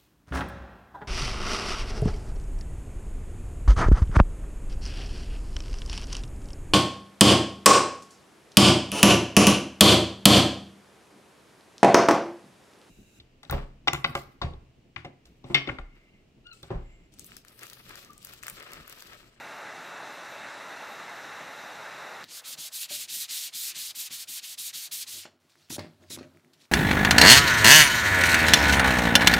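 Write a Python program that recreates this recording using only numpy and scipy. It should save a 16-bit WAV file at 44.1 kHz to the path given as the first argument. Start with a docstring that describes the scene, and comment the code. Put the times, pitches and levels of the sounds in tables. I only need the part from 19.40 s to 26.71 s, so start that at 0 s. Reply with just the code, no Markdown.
"""The roar of a hot-air blower with whining shaft tones is heard first; then the scene changes, and a hand
sands a thin panel to and fro. Then, over a faint hush, a glove sweeps dust off twice and the panel knocks on
its stand in a small workshop. Air and friction are shaped noise, the whine is sines at multiples of the shaft
speed, and the knocks are damped panel modes with noisy slaps; a short reverberation follows the contacts, on
one microphone."""
import sys
import numpy as np
from scipy import signal
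from scipy.fft import rfft, irfft, next_fast_len
from scipy.io import wavfile
from scipy.ndimage import uniform_filter1d, map_coordinates

SR = 44100
rng = np.random.default_rng(int(sys.argv[2]) if len(sys.argv) > 2 else 0)


def convert_level_to_amplitude(level_db):
    """Map a level in decibels to its linear amplitude factor."""
    exponent = np.asarray(level_db, float) / 20
    return 10 ** exponent


def to_wav(sig):
    """Store sig (one row per channel, or 1-D mono) as 16-bit WAV at the path in sys.argv[1].

    Samples outside -1..1 are clipped; the rate is SR.
    """
    pcm = np.clip(np.atleast_2d(sig), -1, 1) * 32767
    pcm = np.round(pcm).astype(np.int16)
    wavfile.write(sys.argv[1], SR, pcm.T)  # frames by channels


N = 322529
BLOWER_END = 2.833  # s

# modes of the wooden panel: (frequency [Hz], relative level [dB], t60 [s])
PANEL_MODES = [(93.2, 2, .4), (156.3, 2.5, .3), (210, -12.5, 0.095), (248.4, 0.5, 0.34), (290, -6.5, 0.22),
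               (342.5, -2.5, 0.2), (390, -27, 0.25), (565, -12, 0.23), (612.3, -6.5, 0.31), (726, -16, .15),
               (893, -25, 0.14), (1050, -31, 0.13), (1280, -13, 0.1), (1550, -10, 0.17), (1800, -13, 0.087),
               (2070, -16, .1), (2340, -16, .08), (4500, -12, .12)]
# sanding strokes, pull and push in turn:
# (start [s], end [s], level [dB], lean from start to end [dB], speeding-up time constant [ms])
SANDING_STROKES = [(2.862, 3.017, -41, -6, 46), (3.031, 3.16, -38.5, -1, 28.6), (3.168, 3.3, -39, -2.5, 16),
                   (3.309, 3.472, -38.5, 9, 16.4), (3.476, 3.67, -37, -2.5, 23),
                   (3.672, 3.873, -35.5, 2.5, 25), (3.873, 4.108, -35, -3, 24.4),
                   (4.118, 4.34, -35.5, 3.5, 24), (4.334, 4.53, -35.5, -6, 31),
                   (4.542, 4.694, -38.5, 6.5, 11.7), (4.693, 4.855, -38.5, -3.5, 22),
                   (4.868, 5.011, -38.5, 5, 15), (5.009, 5.161, -39, -3.5, 24.5),
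                   (5.17, 5.32, -38, 7, 11.6), (5.324, 5.491, -38, -4.5, 16.5), (5.508, 5.654, -38, 4, 8.2),
                   (5.658, 5.87, -39.5, -4.5, 20)]


def unit(x):
    """Normalisation: the signal is scaled to rms 1."""
    return x / np.sqrt(np.mean(x ** 2) + 1e-20)


def along(points, hz):
    """Interpolation of (frequency [Hz], value) points on a logarithmic frequency axis."""
    f, v = np.transpose(points)
    return np.interp(np.log(hz + 1), np.log(f + 1), v)


def curves(rows):
    """Linear interpolation in time: one value per sample for each column after the time."""
    s, *cols = np.transpose(rows)
    return [np.interp(np.arange(N) / SR, s, c) for c in cols]


def wobble(rate):
    """Band-limited fluctuation: a smooth random curve with rate knots a second."""
    knots = rng.standard_normal(int(N * rate / SR) + 4)
    return map_coordinates(knots, [np.arange(N) * rate / SR])


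def filtered(x, response):
    """Linear filtering: the spectrum is multiplied by a response of frequency."""
    m = next_fast_len(N + 8192)
    return irfft(rfft(x, m) * response(np.fft.rfftfreq(m, 1 / SR)), m)[..., :N]


def rush(spectrum, patchy_db, grit_db=0):
    """Coloured noise of rms 1: random gain patches in time and frequency; grit makes single grains stand out."""
    z = signal.stft(rng.standard_normal(N), nperseg=512)[2]
    field = uniform_filter1d(rng.standard_normal(z.shape), size=8, axis=0)
    field = uniform_filter1d(field, size=8, axis=1)
    noise = signal.istft(z * convert_level_to_amplitude(patchy_db * unit(field)), nperseg=512)[1][:N]
    grains = convert_level_to_amplitude(grit_db * unit(uniform_filter1d(rng.standard_normal(N), size=24)))
    return unit(filtered(noise * grains, lambda hz: convert_level_to_amplitude(along(spectrum, hz))))


def speed(start, end, up_ms, down_ms):
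    """Kinematics of a stroke: hand speed 0-1 gathers after one turning point and drops before the next."""
    t = np.arange(N) / SR
    gathering = np.tanh(np.clip(t - start, 0, None) * 1e3 / up_ms)
    slowing = np.tanh(np.clip(end - t, 0, None) * 1e3 / down_ms)
    return gathering * slowing


def pressure(start, end, db, lean_db, ends_db=0):
    """Normal force as gain: it leans toward one end of the stroke; a positive ends_db adds force at both ends."""
    u = np.clip((np.arange(N) / SR - start) / (end - start), 0, 1) * 2 - 1  # -1 at the start, 1 at the end
    return convert_level_to_amplitude(db + lean_db * u / 2 + ends_db * u ** 2)


def shop(x):
    """Room reverberation: noise tails decay at a rate set by frequency, a new one for each stretch of sound."""
    # reverberation of the workshop: (frequency [Hz], t60 [s])
    reverberation = [(200, 0.44), (1500, 0.25), (4000, 0.37), (12000, 0.22)]
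    out, step = np.zeros(N + 2 * SR), SR // 4
    for i in range(round(BLOWER_END * SR), N, step):
        hz, t, z = signal.stft(rng.standard_normal(SR // 2), SR, nperseg=256)
        decay = convert_level_to_amplitude(-60 * t / along(reverberation, hz)[:, None])
        tail = signal.istft(z * decay, SR, nperseg=256)[1]
        wet = signal.fftconvolve(x[i:i + step], tail / np.linalg.norm(tail))
        out[i + 200:][:len(wet)] += wet  # delay of 200 samples
    return out[:N]


def rustle():
    """Broadband noise with exponential envelopes: cloth swishes over the room's steady hush."""
    # cloth swishes: (loudest at [s], level [dB], swelling time constant [s], fading time constant [s])
    swishes = [(6.1, -65.5, .003, .02), (6.21, -65.5, 0.085, 0.13), (6.63, -64, 0.012, 0.016),
               (6.69, -66, .02, 0.071), (6.96, -77, .012, 0.066), (7.136, -57, 0.0028, 0.0099),
               (7.215, -61.5, 0.022, 0.032), (7.25, -65.5, .02, .008)]
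    # spectrum of the rubbing cloth: (frequency [Hz], relative density [dB per Hz])
    cloth_spectrum = [(600, -5), (1200, -12), (2500, -3), (4500, 0), (7000, -6.5), (11000, -14.5),
                      (15800, -21)]
    # spectrum of the room's hush: (frequency [Hz], relative density [dB per Hz])
    hush_spectrum = [(500, -30), (900, -2), (1500, -4.5), (4000, -3), (8000, -9), (14900, -14),
                     (15700, -18)]
    hush_db, start_s = -74, 6.0
    t = np.arange(N) / SR
    swish = np.zeros(N)
    for s, db, rise, fade in swishes:
        swish += convert_level_to_amplitude(db) * np.exp(np.where(t < s, (t - s) / rise, (s - t) / fade))
    cloth = swish * convert_level_to_amplitude(1.3 * wobble(30)) * rush(cloth_spectrum, patchy_db=2.0, grit_db=3.0)
    hush = convert_level_to_amplitude(hush_db) * rush(hush_spectrum, patchy_db=-0.5, grit_db=1.5)
    return (cloth + hush) * (t > start_s)


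def resonance(f, hz, db, t60):
    """Response of a damped resonator: its bandwidth is inverse to its decay time."""
    return convert_level_to_amplitude(db) * (3 / t60) / (hz - f + 3j / t60)


def tremble():
    """Forced vibration: unsteady hand force keeps the panel humming; its rocking on the stand goes its own way."""
    # level of the held panel's hum: (time [s], rocking [dB], low modes [dB], middle modes [dB])
    hum_levels = [(2.84, -77, -81, -70), (2.94, -86, -66, -58.5), (3.1, -80, -72, -56),
                  (3.3, -78, -74.5, -65), (3.8, -76, -68.5, -71), (4.5, -77, -71.5, -67),
                  (5.2, -76.5, -75, -68), (5.75, -73, -69.5, -67.5), (5.96, -73, -72, -77.5),
                  (6.2, -74, -72.5, -75), (6.47, -68, -64, -72), (6.7, -66, -69.5, -76),
                  (6.89, -60.5, -60, -68.5), (7.07, -77, -67, -78), (7.31, -66, -71, -72)]
    # dense middle modes of the panel, blurred together: (frequency [Hz], relative density [dB per Hz])
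    middle_spectrum = [(300, -44), (450, -4.5), (610, -1.5), (900, -3), (1400, -0.5), (2500, -9),
                       (5000, -21)]

    def rocking_response(f):
        return resonance(f, *PANEL_MODES[0]) ** 2 + .04 * (f < 85)

    def low_response(f):
        modes = sum(resonance(f, *row) for row in PANEL_MODES[1:9])
        return modes / (1 + (120 / (f + 1)) ** 4)

    force = rng.standard_normal((2, N)) * convert_level_to_amplitude(4.1 * np.array([wobble(7.0), wobble(22)]))
    rocking = unit(filtered(force[0], rocking_response))
    low = unit(filtered(force[1], low_response))
    middle = rush(middle_spectrum, patchy_db=2.5, grit_db=2.4)
    rocking_db, low_db, middle_db = curves(hum_levels)
    hum = convert_level_to_amplitude(rocking_db) * rocking + convert_level_to_amplitude(low_db) * low + convert_level_to_amplitude(middle_db) * middle
    return hum * (np.arange(N) > BLOWER_END * SR)


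def ticks():
    """Impulsive contact of grit and glove: a few damped cycles, a sharp edge and a puff of noise."""
    # small ticks: (time [s], nominal level [dB], frequency [Hz])
    tick_list = [(2.8414, -30.5, 4050), (2.848, -42, 4000), (3.022, -46, 1200), (5.9908, -66, 3540),
                 (6.0967, -54, 3570), (6.12, -55, 4590), (6.1554, -48.5, 1800), (6.288, -52, 3000),
                 (6.394, -31, 4500), (6.6388, -50.5, 1880), (6.9486, -57, 2070), (6.9723, -49, 2120),
                 (6.997, -55, 2150), (7.0473, -49.5, 2060), (7.1345, -50, 4380), (7.212, -56, 3320),
                 (7.2545, -50, 2480)]
    out, t = np.zeros(N + SR), np.arange(SR // 40) / SR
    for s, db, hz in tick_list:
        noise = rng.standard_normal(len(t))
        cycles = np.sin(2 * np.pi * hz * t) * convert_level_to_amplitude(-60 * t / 0.0039)
        edge = .2 * convert_level_to_amplitude(-60 * t / 0.00099)
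        puff = 0.1 * convert_level_to_amplitude(-60 * t / 0.024)
        out[round(s * SR):][:len(t)] += convert_level_to_amplitude(db + 3.5) * (cycles + noise * (edge + puff))
    return out[:N]


def chatter(count=3):
    """Repeated impact: the panel chatters on its stand at uneven gaps, each blow in a set weaker than the last."""
    # chatter after a hard contact: (start [s], first ring level [dB], best-rung pitch [Hz], nominal gap [s])
    rattles = [(6.41, -50, 230, .02), (6.716, -49, 250, 0.017), (6.796, -54, 500, .024)]
    loss_db, slap_db, slap_t60 = 1, -9, .045  # loss per blow, slap relative to ring, slap decay in s
    late = rng.uniform(-0.22, 0.196, (len(rattles), count))
    blows = []
    for j, (s, db, hz, gap) in enumerate(rattles):
        for k in range(count):
            ring_db = db - loss_db * k
            blows.append((s + gap * (k + late[j, k]), ring_db, hz, ring_db + slap_db, slap_t60))
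    return blows


def nudges():
    """Impulse from reversal: each change of the hand's direction nudges the panel just after a stroke sets off."""
    ring_db, scatter_db, best_hz = -67, 2.5, 230
    slap_db, slap_t60 = -72, .04  # dB, s
    median_delay = .024  # s
    blows = []
    for row, c in zip(SANDING_STROKES, rng.standard_normal((len(SANDING_STROKES), 2))):
        s = row[0] + median_delay * convert_level_to_amplitude(2 * c[0])
        change_db = scatter_db * c[1]
        blows.append((s, ring_db + change_db, best_hz, slap_db + change_db, slap_t60))
    return blows


def knocks():
    """Modal excitation: each blow slaps the surface and rings modes most near a pitch set by the contact."""
    # blows on the panel: (time [s], nominal ring level [dB], best-rung pitch [Hz], slap level [dB], slap t60 [s])
    knock_list = [(2.833, -53.5, 250, -41, 0.059), (3.186, -56, 210, -56, .05),
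                  (3.508, -43.5, 620, -49, .04), (4.361, -60, 200, -66, .05),
                  (4.707, -58.5, 222, -56, 0.085), (5.853, -50.5, 400, -42, 0.093),
                  (6.303, -40.5, 201, -37.5, 0.06), (6.324, -42, 220, -60, .05),
                  (6.365, -59, 700, -42, .02), (6.382, -32.5, 330, -39.5, 0.049),
                  (6.391, -35, 170, -38, 0.14), (6.397, -39, 130, -47, .028),
                  (6.444, -44.5, 248, -58, 0.058), (6.462, -47, 200, -63, 0.087),
                  (6.703, -49, 300, -43.5, 0.073), (6.763, -60, 700, -42, .022),
                  (6.774, -39.5, 230, -49, .049), (6.787, -46, 400, -43, 0.065),
                  (6.81, -40.5, 402, -53, 0.058), (6.829, -50, 450, -49, .075)]
    # spectrum of a slap: (frequency [Hz], relative density [dB per Hz])
    slap_spectrum = [(200, -23), (500, 3), (900, -2), (1800, -1), (2500, -3.5), (3200, -9.5), (4500, -7.5),
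                     (6500, -13.5), (15000, -42)]
    out, t = np.zeros(N + SR), np.arange(SR // 2) / SR
    hz, mode_db, t60 = np.transpose(PANEL_MODES)[:, :, None]
    blows = knock_list + chatter() + nudges()
    chance = rng.standard_normal((len(blows), len(PANEL_MODES), 3))  # for strength, pitch and phase
    slaps = rush(slap_spectrum, patchy_db=3.5, grit_db=3.0)
    # the resting hand damps the wood hard at first, then the weaker free ring remains
    decay = convert_level_to_amplitude(-60 * t / 0.072) + convert_level_to_amplitude(-9.0 - 60 * t / t60)
    envelope = decay * (1 - np.exp(-t / 0.00044))
    for (s, db, best_hz, slap_db, slap_t60), c in zip(blows, chance):
        strength = convert_level_to_amplitude(0.61 * mode_db + 2 * c[:, :1] - 5.7 * np.log2(hz / best_hz) ** 2)
        pitch = hz * (1 + 0.012 * c[:, 1:2])
        phase = np.pi + 1.34 * c[:, 2:]
        ring = np.sum(strength * envelope * np.sin(2 * np.pi * pitch * t + phase), axis=0)
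        i = round(s * SR)
        out[i:][:len(t)] += convert_level_to_amplitude(db - 1.5) * ring
        slap = slaps[i:][:len(t)]
        out[i:][:len(slap)] += convert_level_to_amplitude(slap_db - 60 * t[:len(slap)] / slap_t60) * slap
    return out[:N]


def sweeping():
    """Sliding friction: the glove rubs over the dusty surface, louder with speed and pressure."""
    # sweeps of the glove: (start [s], end [s], level [dB], lean from start to end [dB])
    sweeps = [(6.294, 6.376, -36, 9.5), (6.695, 6.773, -39.5, 7)]
    # spectrum of the glove on wood: (frequency [Hz], relative density [dB per Hz])
    glove_spectrum = [(800, -29), (1300, -18), (2000, -16), (2800, -7.5), (3600, -4), (5000, -4),
                      (9500, -6), (15800, -15)]
    push = np.zeros(N)
    for start, end, db, lean_db in sweeps:
        push += speed(start, end, up_ms=6.1, down_ms=18) ** 2 * pressure(start, end, db, lean_db)
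    return push * rush(glove_spectrum, patchy_db=2.5, grit_db=1.0)


def blower():
    """Flow noise and rotor harmonics: fan roar, nozzle hiss, and shaft tones that swell and fade."""
    # speed of the motor shaft: (time [s], speed [turns per s])
    shaft = [(0, 221.1), (.65, 221.3), (1.7, 221.3), (2.83, 221.5)]
    # tones, fan blades low and brushes high: (multiple of the shaft speed, nominal level [dB rms])
    whine = [(12, -63), (25, -73), (35, -80), (43, -84), (45, -82), (46, -84), (47, -84), (48, -88),
             (49, -83), (50, -82), (51, -85), (52, -86), (53, -84), (54, -87), (54.5, -89), (55, -79),
             (56, -85), (58, -83), (59, -81), (59.5, -94), (60, -84), (60.5, -92), (61, -83), (61.5, -95),
             (62, -90), (63, -92), (64, -94), (65, -92), (67, -94), (69, -95), (69.5, -99), (70, -87),
             (70.5, -99), (71, -97)]
    # roar of the fan: (frequency [Hz], relative density [dB per Hz])
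    roar_spectrum = [(29, -69), (50, -25), (106, -16), (128, -12.5), (339, -8), (448, -7.5), (592, -1.5),
                     (782, -2), (853, 1.5), (963, -3.5), (1390, -1), (2040, -3.5), (2420, -10.5),
                     (2740, -8.5), (3200, -23), (4160, -48), (7040, -120)]
    # hiss through barrel and nozzle: (frequency [Hz], relative density [dB per Hz])
    hiss_spectrum = [(1880, -38), (3200, -8), (3810, 1), (4650, -11), (5150, -8), (5450, -12), (5900, -6),
                     (6630, -13), (7250, -10), (8260, -18), (9200, -16), (9960, -23), (11200, -22),
                     (12600, -28), (14200, -33), (15800, -36)]
    # level of the nozzle hiss: (time [s], level [dB])
    hiss_level = [(0, -53.5), (1.1, -52), (2.83, -52)]
    # change of the tones round the 60th multiple as the nozzle is waved: (time [s], level [dB])
    beam = [(0, 6), (.11, -5), (.18, 5), (.3, -11), (.46, 7.5), (.57, -4), (.74, 8), (.83, -1), (.92, 9),
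            (1.02, -9), (1.17, -13), (1.28, 9), (1.39, -1), (1.52, 10), (1.69, -2), (1.76, 6), (2.16, 5),
            (2.83, 5)]
    roar_db = -42
    n = round(BLOWER_END * SR)
    air = convert_level_to_amplitude(roar_db) * rush(roar_spectrum, patchy_db=1)
    air += convert_level_to_amplitude(curves(hiss_level)[0]) * rush(hiss_spectrum, patchy_db=0.6)
    turns_per_s = curves(shaft)[0] + 0.14 * wobble(30.7)
    angle = 2 * np.pi * np.cumsum(turns_per_s)[:n] / SR
    beam_db = curves(beam)[0][:n]
    coarse = np.arange(n) * 7 / SR  # seven swell knots a second
    for k, db in whine:
        swell_db = 3.5 * map_coordinates(rng.standard_normal(30), [coarse], order=1)
        swell_db += beam_db * np.exp(-((k - 60) / 4) ** 2)
        tone = np.sin(k * angle + rng.uniform(0, 2 * np.pi))
        air[:n] += np.sqrt(2) * convert_level_to_amplitude(db - 1.0 + swell_db) * tone
    return air * np.clip((BLOWER_END - np.arange(N) / SR) / 0.0034, 0, 1)  # 3.4 ms fade


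def sanding():
    """Abrasive friction: grit tears at the wood, and as the paper slows its treble fades first."""
    # spectrum of sandpaper on wood: (frequency [Hz], relative density [dB per Hz])
    paper_spectrum = [(410, -53), (700, -23.5), (874, -25), (1260, -19.5), (2350, -8), (4070, 1),
                      (5640, -2.5), (6950, -2), (13700, -5.5), (15200, -6.5), (15800, -19.5)]
    # slowing-down time constant as share of the stroke, extra pressure at both ends, treble, low-mid (dB)
    pull, push = (.09, 2.8, 0.36, 0.24), (0.1376, 6, 3.7, -0.45)
    lift_ms = 42  # the last stroke trails off as the paper is lifted
    grit = rush(paper_spectrum, patchy_db=0.87, grit_db=1.0)
    low = filtered(grit, lambda hz: 1 / (1 + (hz / 2800) ** 6))
    high = filtered(grit, lambda hz: 1 / (1 + (9000 / (hz + 1)) ** 4))
    middle = grit - low - high
    out = np.zeros(N)
    for k, (start, end, db, lean_db, up_ms) in enumerate(SANDING_STROKES):
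        slowing, ends_db, treble_db, low_db = push if k % 2 else pull
        is_last = k + 1 == len(SANDING_STROKES)
        down_ms = lift_ms if is_last else slowing * (end - start) * 1e3
        v = speed(start, end, up_ms, down_ms)
        rub = v ** 2 * middle + convert_level_to_amplitude(low_db) * v ** 0.83 * low + convert_level_to_amplitude(treble_db) * v ** 6.3 * high
        out += pressure(start, end, db, lean_db, ends_db) * rub
    return out * convert_level_to_amplitude(1.06 * wobble(45))


def scene():
    """Superposition: all sources add at one microphone, copied to both channels."""
    rubbing, blows = sanding() + sweeping(), knocks() + ticks()
    reverberant = shop(convert_level_to_amplitude(-20) * rubbing + convert_level_to_amplitude(-10.5) * blows)
    mono = rustle() + tremble() + reverberant + blower() + blows + rubbing
    return np.array([mono, mono])


def band_limit(x):
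    """A steep low-pass at the top of the band."""
    return signal.sosfilt(signal.butter(12, 16530, fs=SR, output="sos"), x)


def record(dry):
    """Band limiting: the microphone rolls off the deep bass, and nothing passes above the top frequency."""
    top_hz, bass_hz = 15760, 75
    mix = filtered(dry, lambda hz: (hz < top_hz) / (1 + (bass_hz / (hz + 1)) ** 5))
    return band_limit(mix)


dry = scene()
out = record(dry)
to_wav(out)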